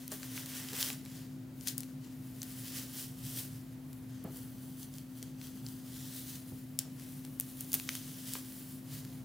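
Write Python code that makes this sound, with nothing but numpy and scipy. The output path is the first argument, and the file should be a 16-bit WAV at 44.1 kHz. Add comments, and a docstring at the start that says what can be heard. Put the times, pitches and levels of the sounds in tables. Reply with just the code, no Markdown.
"""Wig pulled close to a phone

Small quiet bedroom; hands tug a long synthetic wig close to the phone's two microphones.
Fibres slide as swelling filtered noise, strands and cap netting snap as short coloured bursts,
and soft bumps ring damped furniture modes; the room adds a short, dull noise tail.
An appliance holds one steady sine; air noise and a rumble in the room's lowest resonances lie below."""
import sys
import numpy as np
from scipy import signal
from scipy.fft import rfft, irfft
from scipy.io import wavfile
from scipy.ndimage import uniform_filter1d, map_coordinates

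SR = 44100
rng = np.random.default_rng(int(sys.argv[2]) if len(sys.argv) > 2 else 0)


def wav_record(signal):
    """Record a signal, one row per channel, as 16-bit PCM in the file named by sys.argv[1]."""
    frames = np.transpose(np.atleast_2d(signal))
    bounded = np.clip(frames, -1, 1)
    # unit amplitude maps onto the largest positive 16-bit level
    quanta = np.round(bounded * 32767).astype(np.int16)
    wavfile.write(sys.argv[1], SR, quanta)


def amplitude_ratio(level_db):
    """Convert a level in decibels to the matching linear amplitude (field) ratio."""
    exponent = np.asarray(level_db, float) / 20
    return 10 ** exponent


N = 407484
TIME = np.arange(N) / SR  # s

# steady appliance note: f/Hz, level/dB, left minus right/dB, spread of the wavering/dB
APPLIANCE_HUM = (259, -49, 3.3, .7)
# colour of the air noise: f/Hz, relative level/dB per Hz
AIR_COLOUR = [(20, -50), (32, -42), (45, -26), (75, -22), (110, -1.5), (200, 3.5), (300, 3), (400, -10),
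              (600, -13), (1000, -20), (2000, -22.5), (5000, -27), (10000, -28.5), (15500, -24.5)]
AIR_DB = -56
# width of the air noise: f/Hz, side minus mid/dB
AIR_WIDTH = [(30, -60), (125, -18.5), (500, -6), (2000, -4), (12000, -8)]
# lowest room resonances: f/Hz, width/Hz, level/dB against the rumble
ROOM_MODES = [(57, 17, -10), (123.4, 11.5, 2), (144.3, 6.4, 0.5), (208, 25, -11)]
RUMBLE_DB, RUMBLE_SWELL_DB = -55, 1.25

# where the hands work: t/s, grip on the cap/dB, left minus right/dB
HANDS_PLACE = [(0, 1, 2), (.6, 3.5, 0.4), (1.1, 1, 0.7), (1.65, -3.5, 5.5), (2.1, -0.5, 4), (2.8, -0.5, 0),
               (3.3, -3, 0.5), (4, 2, 2.5), (4.8, -6, 0.2), (5.4, -2, 2), (6.1, -3.5, 0.5), (6.8, -0.5, 3),
               (7.5, -0.5, 1.3), (7.9, -2, 1), (8.6, -1, 0.3), (9.24, 0, .7)]
# pulls and slides of the hair: t/s, hiss level/dB, last 10 dB of rise/ms, first 10 dB of fall/ms,
# sheen over hiss/dB
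HAIR_STROKES = [(.02, -62.5, 100, 200, 2.5), (.122, -51.5, 16, 77, 5), (.231, -57, 30, 200, 2),
                (.375, -50, 73, 87, 2.5), (.577, -49.5, 162, 220, 1.5), (.75, -49.5, 38, 100, 1),
                (.81, -40.5, 36, 74, 3.5), (.89, -45, 100, 34, 1), (1.02, -70, 80, 100, -7),
                (1.167, -58.5, 150, 128, 0), (1.63, -62, 55, 60, 6), (1.68, -40, 11.5, 30.5, 0.5),
                (1.79, -56.5, 18, 62, 3), (1.9, -69, 80, 150, 1), (2.043, -62, 33, 92, -3.5),
                (2.25, -72, 200, 200, 8), (2.43, -61, 56, 200, 4), (2.62, -56.5, 222, 150, 5),
                (2.78, -46.5, 105, 80, 1), (3.01, -47, 90, 54, 4), (3.12, -68, 79, 95, 4),
                (3.27, -54.5, 100, 100, 3.5), (3.391, -46.5, 88, 65, 5), (3.52, -64.5, 60, 234, 4),
                (3.94, -74.5, 100, 200, 11), (4.147, -65.5, 90, 250, -2), (4.368, -60.5, 62, 166, 6.5),
                (4.63, -64.5, 86, 252, 6.5), (4.831, -57.5, 55, 37, 6), (4.953, -61, 61, 90, 3.5),
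                (5.182, -63.5, 76, 80, 5), (5.23, -60, 25, 78, 0), (5.43, -56, 35, 122, 2),
                (5.6, -68.5, 100, 100, 4), (5.671, -60.5, 53, 198, 5), (6.026, -53, 170, 150, 2),
                (6.17, -54, 100, 207, 4.5), (6.36, -54, 204, 34, 3), (6.503, -66, 150, 300, 6.5),
                (6.793, -50.5, 1, 38, 0), (6.85, -64, 30, 98, -8), (7.002, -62.5, 44, 200, -1),
                (7.174, -64, 250, 53, 8), (7.252, -65, 50, 50, 2), (7.33, -69.5, 100, 150, 10),
                (7.405, -55, 11, 40, 4), (7.5, -63, 98, 150, 6.5), (7.609, -56.5, 43, 60, 7),
                (7.7, -60, 80, 50, 7.5), (7.742, -43.5, 12, 27, 6.5), (7.796, -51, 50, 60, 5.5),
                (7.9, -51.5, 42, 60, 3), (7.95, -49.5, 62, 110, 1.5), (8.1, -57, 120, 196, 3.5),
                (8.345, -48.5, 123, 65, 3.5), (8.46, -61, 95, 150, 6), (8.588, -57.5, 120, 80, 7),
                (8.72, -61, 150, 104, 8), (8.94, -52, 53, 100, 2), (9.12, -66, 100, 250, 5)]
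STROKE_ROUND, REST_DB = 0.99, -84  # 1 = pointed top, 2 = round top; hiss between strokes
# cap body under a -50 dB hiss before grip, dB per dB of hiss, smoothing each way in time
CAP_DB, CAP_FOLLOWS, CAP_SMOOTH_MS = -57.5, 0.84, 9.1
# colour of sliding fibres, shaping each band from within: f/Hz, relative level/dB per Hz
FIBRE_COLOUR = [(400, -12.5), (800, -13.5), (1400, -9.5), (1800, -6), (2400, -10.5), (3000, -2), (5000, -2),
                (8000, -1.5), (10500, 2), (13200, -0.5), (15300, 4.5), (16000, -9), (16600, -37)]
# borders between body, hiss and sheen: f/Hz, f/Hz
BAND_BORDERS = (2600, 8000)
# echo off a hand close to the hair: t/s, share/0-1, delay/ms
HAND_ECHO = [(0, .12, .3), (1.5, .12, .45), (3.5, .12, .35), (4.25, .26, .655), (5.75, .26, .655),
             (6.1, .13, .5), (7.5, .1, .3), (9.24, .1, .45)]

ROOM_T60_S, ROOM_DB, ROOM_GAP_MS, ROOM_TOP_HZ = 0.28, -15.5, 0.92, 9200
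ROOM_ALIKE = 0.42  # share of the tail's power common to both microphones

# snapping strands: t/s, hump level/dB against a unit click before the low cut, centre f/Hz,
# octaves to 10 dB down (at least 0.3 is used), 60 dB decay/ms
STRAND_SNAPS = [(.0793, -15.5, 14100, 2, 4.5), (0.1185, -11.5, 7800, 0.7, 4.5), (0.123, -20, 3500, 8, 4.1),
                (0.2314, -14, 1880, 2.3, 4.5), (0.3775, -8, 1810, 1, 10), (0.4606, -18, 8500, 1.7, 3.6),
                (0.687, -15, 3400, 1.3, 4.5), (0.7325, -15.5, 1900, 4.5, 4.5),
                (0.7528, -14.5, 2200, 1.5, 5.1), (0.8108, -10, 6000, 2, 4.5), (0.828, -1, 4260, 1.1, 2.7),
                (.8462, -27, 7000, 4, 4.5), (.8608, -13, 5800, 1.3, 4.9), (.902, -7, 1890, 1.7, 4.5),
                (.9302, -18.5, 7500, 1.1, 4.5), (1.0519, -27.5, 7000, 2, 4.5), (1.061, -22.5, 2600, 2, 5.3),
                (1.61, -22.5, 6000, 1.2, 9.5), (1.6727, -9, 9000, 3.5, 12), (1.6838, -5.5, 7000, 1, 8.3),
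                (1.7799, -6.5, 12100, 1.2, 9.7), (1.8055, -14, 9000, 1, 4.5), (1.8334, -23, 4500, 4, 5),
                (2.4188, -9, 5900, 0.5, 3.2), (2.431, -14.5, 12500, 3, 7.1), (3.9306, -28, 12000, 2.5, 5.2),
                (4.2409, -21.5, 13000, 0.5, 4.5), (4.3716, -21, 13000, 1, 4.5),
                (4.7966, -23, 11000, 0.2, 4.5), (4.83, -22, 6000, 1, 6.4), (4.9396, -25, 5800, 1.1, 4.5),
                (4.984, -21, 6000, 1.5, 4.5), (5.2278, -16, 6000, 1.5, 5.2), (5.4145, -21, 3000, 1.5, 5.5),
                (5.665, -14, 5000, 0.7, 4), (5.687, -22, 5800, 1.2, 4.5), (6.7897, 0.5, 7900, 1, 7.7),
                (6.9975, -28, 12000, 9, 5), (7.25, -24, 3000, 7.5, 6.7), (7.3993, 1, 11300, 0.52, 3.5),
                (7.4093, -11, 13200, 1.7, 4.5), (7.6083, -9, 11100, 0.8, 5.5),
                (7.6468, -28, 5500, 1.5, 4.5), (7.7188, -14, 9000, 1.3, 4.5), (7.7311, -6, 9500, 1.3, 4.5),
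                (7.7412, 7.5, 15700, 0.5, 4.3), (7.7479, -10, 10500, 2.3, 5.2), (7.751, -11, 13300, 3, 6),
                (7.7986, -13, 1800, 3, 5.2), (7.8906, -2, 2400, 1.8, 11), (7.9526, -11.5, 4800, 2.5, 4.5),
                (8.3362, -9, 9500, 1.5, 3), (8.3535, -5.5, 1350, 1, 9.1), (8.5223, -29, 2000, 5, 4.5),
                (9.05, -25.5, 3500, 3, 4.5)]
# broad skirt around the centre; thin strands give little below SNAP_LOW_HZ
SNAP_SKIRT_DB, SKIRT_DB_PER_OCTAVE, SNAP_LOW_HZ = -17.5, 0.5, 1090

# soft bumps: t/s, peak level/dB, brightness/dB per octave, shaking time (26 dB down)/ms
SOFT_BUMPS = [(.115, -37.5, 6.5, 50), (.725, -43, 1.5, 60), (.9, -42.5, 10, 35), (4.244, -32, -4, 130),
              (5.224, -45, -1, 33), (6.516, -39, -13, 70), (6.851, -47, -5, 60), (7.737, -42.5, 6, 40),
              (8.351, -43.5, 13, 59)]
# damped furniture modes: f/Hz, level/dB before the brightness tilt, t60/s
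FURNITURE_MODES = [(130, -6, .07), (200, -2, .04), (310, -1, .035), (415, -2, .06), (490, -4, .045),
                   (620, -3, .03), (780, -5, .03), (1160, -5, .02), (1630, -9, .015)]

RUMBLE_CUT_HZ, TOP_HZ = 53, 15850  # low cut of the phone, top limit of the finished sound


def level(x, db):
    """Scale to an rms level."""
    return x * amplitude_ratio(db) / np.sqrt(np.mean(x ** 2))


def colour(x, points):
    """Shape by (Hz, dB) points joined on a log-frequency axis."""
    hz, db = np.transpose(points)
    grid = np.fft.rfftfreq(N, 1 / SR) + 1
    gain = amplitude_ratio(np.interp(np.log(grid), np.log(hz), db))
    return irfft(rfft(x) * gain, N)


def split(x):
    """Hiss, sheen and body bands that add up to the whole sound again."""
    grid, spectrum = np.fft.rfftfreq(len(x), 1 / SR), rfft(x)
    low, below_top = (1 / (1 + (grid / hz) ** 12) for hz in BAND_BORDERS)
    weights = below_top - low, 1 - below_top, low
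    return [irfft(spectrum * w, len(x)) for w in weights]


def walk(rate):
    """Random levels held 1 / rate s and smoothed twice, with unit spread."""
    k = int(SR / rate)
    steps = np.repeat(rng.standard_normal(N // k + 1), k)
    slow = uniform_filter1d(uniform_filter1d(steps, k), k)[:N]
    return slow / slow.std()


def pan(x, db):
    """Place a sound between the two microphones by left minus right dB."""
    return x * amplitude_ratio(np.array([db / 2, -db / 2]).reshape(2, -1))


def hum():
    """A steady sine that wavers a little in level."""
    hz, db, pan_db, waver_db = APPLIANCE_HUM
    rms = amplitude_ratio(db + waver_db * walk(7.6))
    return pan(np.sqrt(2) * rms * np.sin(2 * np.pi * hz * TIME), pan_db)


def air():
    """Broad air noise and microphone hiss; a swelling rumble rings the lowest room resonances."""
    mid, side = (level(colour(rng.standard_normal(N), AIR_COLOUR), AIR_DB) for _ in range(2))
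    swell = amplitude_ratio(RUMBLE_DB + RUMBLE_SWELL_DB * walk(3.99))
    for hz, width_hz, db in ROOM_MODES:
        b, a = signal.iirpeak(hz, hz / width_hz, fs=SR)
        mid = mid + swell * level(signal.lfilter(b, a, rng.standard_normal(N)), db)
        side = side + swell * level(signal.lfilter(b, a, rng.standard_normal(N)), db)
    return mid + colour(side, AIR_WIDTH) * np.array([[1], [-1]])


def hands_pan(t):
    """Left minus right dB of the hands' place."""
    return np.interp(t, *np.transpose(HANDS_PLACE)[[0, 2]])


def strokes():
    """Strokes rise to a top and fall away, adding in power where they overlap; the cap follows the hiss."""
    t = TIME[::64]
    hiss = sheen = amplitude_ratio(REST_DB) ** 2
    for s, db, rise_ms, fall_ms, sheen_db in HAIR_STROKES:
        away = abs(t - s) * 1000 / np.where(t < s, rise_ms, fall_ms)
        power = amplitude_ratio(db - 10 * away ** STROKE_ROUND) ** 2
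        hiss = hiss + power
        sheen = sheen + power * amplitude_ratio(sheen_db) ** 2
    hiss_db, sheen_db = 10 * np.log10([hiss, sheen])
    keep = np.exp(-(t[1] - t[0]) * 1000 / CAP_SMOOTH_MS)
    cap_db = CAP_DB + CAP_FOLLOWS * signal.filtfilt([1 - keep], [1, -keep], hiss_db + 50)
    cap_db = cap_db + np.interp(t, *np.transpose(HANDS_PLACE)[[0, 1]])
    return [np.interp(TIME, t, c) for c in (hiss_db, sheen_db, cap_db)]


def rustle(ticks_a_second=500, spread_db=3, ticks_db=-12, flutter_db=1., wide_db=-11):
    """Countless fibres slip as a hiss; fewer, larger slips tick over it; a hand close by echoes it into a comb."""
    band_db = strokes()
    heights = amplitude_ratio(spread_db * np.minimum(rng.exponential(size=N), 3.5))
    ticks = (rng.random(N) < ticks_a_second / SR) * heights
    # each larger slip chatters for a moment
    chatter = np.convolve(ticks, np.exp(-np.arange(64) / 16.0))[:N]
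    grain = amplitude_ratio(flutter_db * walk(45)) * (1 + level(chatter, ticks_db))

    def slips():
        bands = split(colour(grain * rng.standard_normal(N), FIBRE_COLOUR))
        return sum(level(band, 0) * amplitude_ratio(db) for band, db in zip(bands, band_db))

    mid, side = slips(), slips()
    s, share, delay_ms = np.transpose(HAND_ECHO)
    echo, delay_ms = np.interp(TIME, s, share), np.interp(TIME, s, delay_ms)
    delayed = map_coordinates(mid, [(TIME - delay_ms / 1000) * SR], order=3)
    mid = (mid + echo * delayed) / np.sqrt(1 + echo ** 2)
    # so close, each microphone hears partly other fibres
    return pan(mid, hands_pan(TIME)) + amplitude_ratio(wide_db) * side * np.array([[1], [-1]])


def room(x):
    """After a short gap the walls answer with a dull, quick tail, partly different at each microphone."""
    t = np.arange(SR // 2) / SR
    shared, *own = rng.standard_normal((3, len(t)))
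    tail = np.sqrt(ROOM_ALIKE) * shared + np.sqrt(1 - ROOM_ALIKE) * np.array(own)
    tail = tail * np.exp(-np.log(1000) * t / ROOM_T60_S) * (t > ROOM_GAP_MS / 1000)
    tail = signal.sosfilt(signal.butter(1, ROOM_TOP_HZ, fs=SR, output="sos"), tail)
    tail = tail * amplitude_ratio(ROOM_DB) / np.sqrt(np.sum(tail ** 2, axis=1, keepdims=True))
    return signal.fftconvolve(x.mean(axis=0, keepdims=True), tail, axes=1)[:, :N]


def snaps(crack=2.34):
    """Each strand lets go with a crack, then a burst that dies in milliseconds, from where the hands are."""
    size, lead = 2048, 256  # samples in all, and ahead of the crack
    out, t = np.zeros((2, N + size)), (np.arange(size) - lead) / SR
    grid = np.fft.rfftfreq(size, 1 / SR) + 1
    thin = 1 / np.sqrt(1 + (SNAP_LOW_HZ / grid) ** 4)
    for s, db, hz, octaves, ms in STRAND_SNAPS:
        decay = np.exp(-np.log(1000) * abs(t) * 1000 / ms) * (t >= 0)
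        spectrum = rfft((rng.standard_normal(size) - crack * (t == 0)) * decay)
        # even on the broad scale, ragged on the fine scale
        spectrum = spectrum / np.sqrt(uniform_filter1d(abs(spectrum) ** 2, size=121))
        distance = np.log2(grid / hz)  # octaves
        hump = amplitude_ratio(-10 * (distance / max(octaves, .3)) ** 2)
        skirt = amplitude_ratio(SNAP_SKIRT_DB - SKIRT_DB_PER_OCTAVE * abs(distance))
        snap = irfft(spectrum * amplitude_ratio(db) * (hump + skirt) * thin)
        start = round(s * SR) - lead
        out[:, start:start + size] += pan(snap, hands_pan(s))
    return out[:, :N]


def bumps(rise_ms=1.1):
    """A soft, rough contact shakes the furniture's damped modes, each bump with its own brightness."""
    out, t = np.zeros(N + SR), np.arange(SR // 2) / SR
    # a soft body radiates no deep bass
    no_bass = signal.butter(2, 100, "highpass", fs=SR, output="sos")
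    for s, db, tilt_db, ms in SOFT_BUMPS:
        shake = (1 - np.exp(-t * 1000 / rise_ms)) * np.exp(-3 * t * 1000 / ms)
        push = rng.standard_normal(len(t)) * shake
        ring = 0
        for hz, mode_db, t60 in FURNITURE_MODES:
            gain = amplitude_ratio(mode_db + tilt_db * np.log2(hz / FURNITURE_MODES[2][0]))
            ring = ring + gain * np.sin(2 * np.pi * hz * t) * np.exp(-np.log(1000) * t / t60)
        boom = signal.sosfilt(no_bass, signal.fftconvolve(push, ring)[:len(t)])
        start = round(s * SR)
        out[start:start + len(t)] += amplitude_ratio(db) * boom / np.abs(boom).max()
    return out[:N]


def scene():
    """The wig close by, its echo in the room, and the bumps, hum and air around it."""
    wig = rustle() + snaps()
    return wig + room(wig) + bumps() + hum() + air()


def low_pass(x):
    """Removes everything above the highest recorded frequency."""
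    return signal.sosfilt(signal.butter(12, 17180, fs=SR, output="sos"), x)


def record(dry):
    """The phone drops the deepest rumble; a steep low-pass cuts the top."""
    thin = signal.sosfilt(signal.butter(2, RUMBLE_CUT_HZ, "highpass", fs=SR, output="sos"), dry)
    mix = signal.sosfilt(signal.ellip(10, .3, 65, TOP_HZ, fs=SR, output="sos"), thin)
    return low_pass(mix)


dry = scene()
out = record(dry)
wav_record(out)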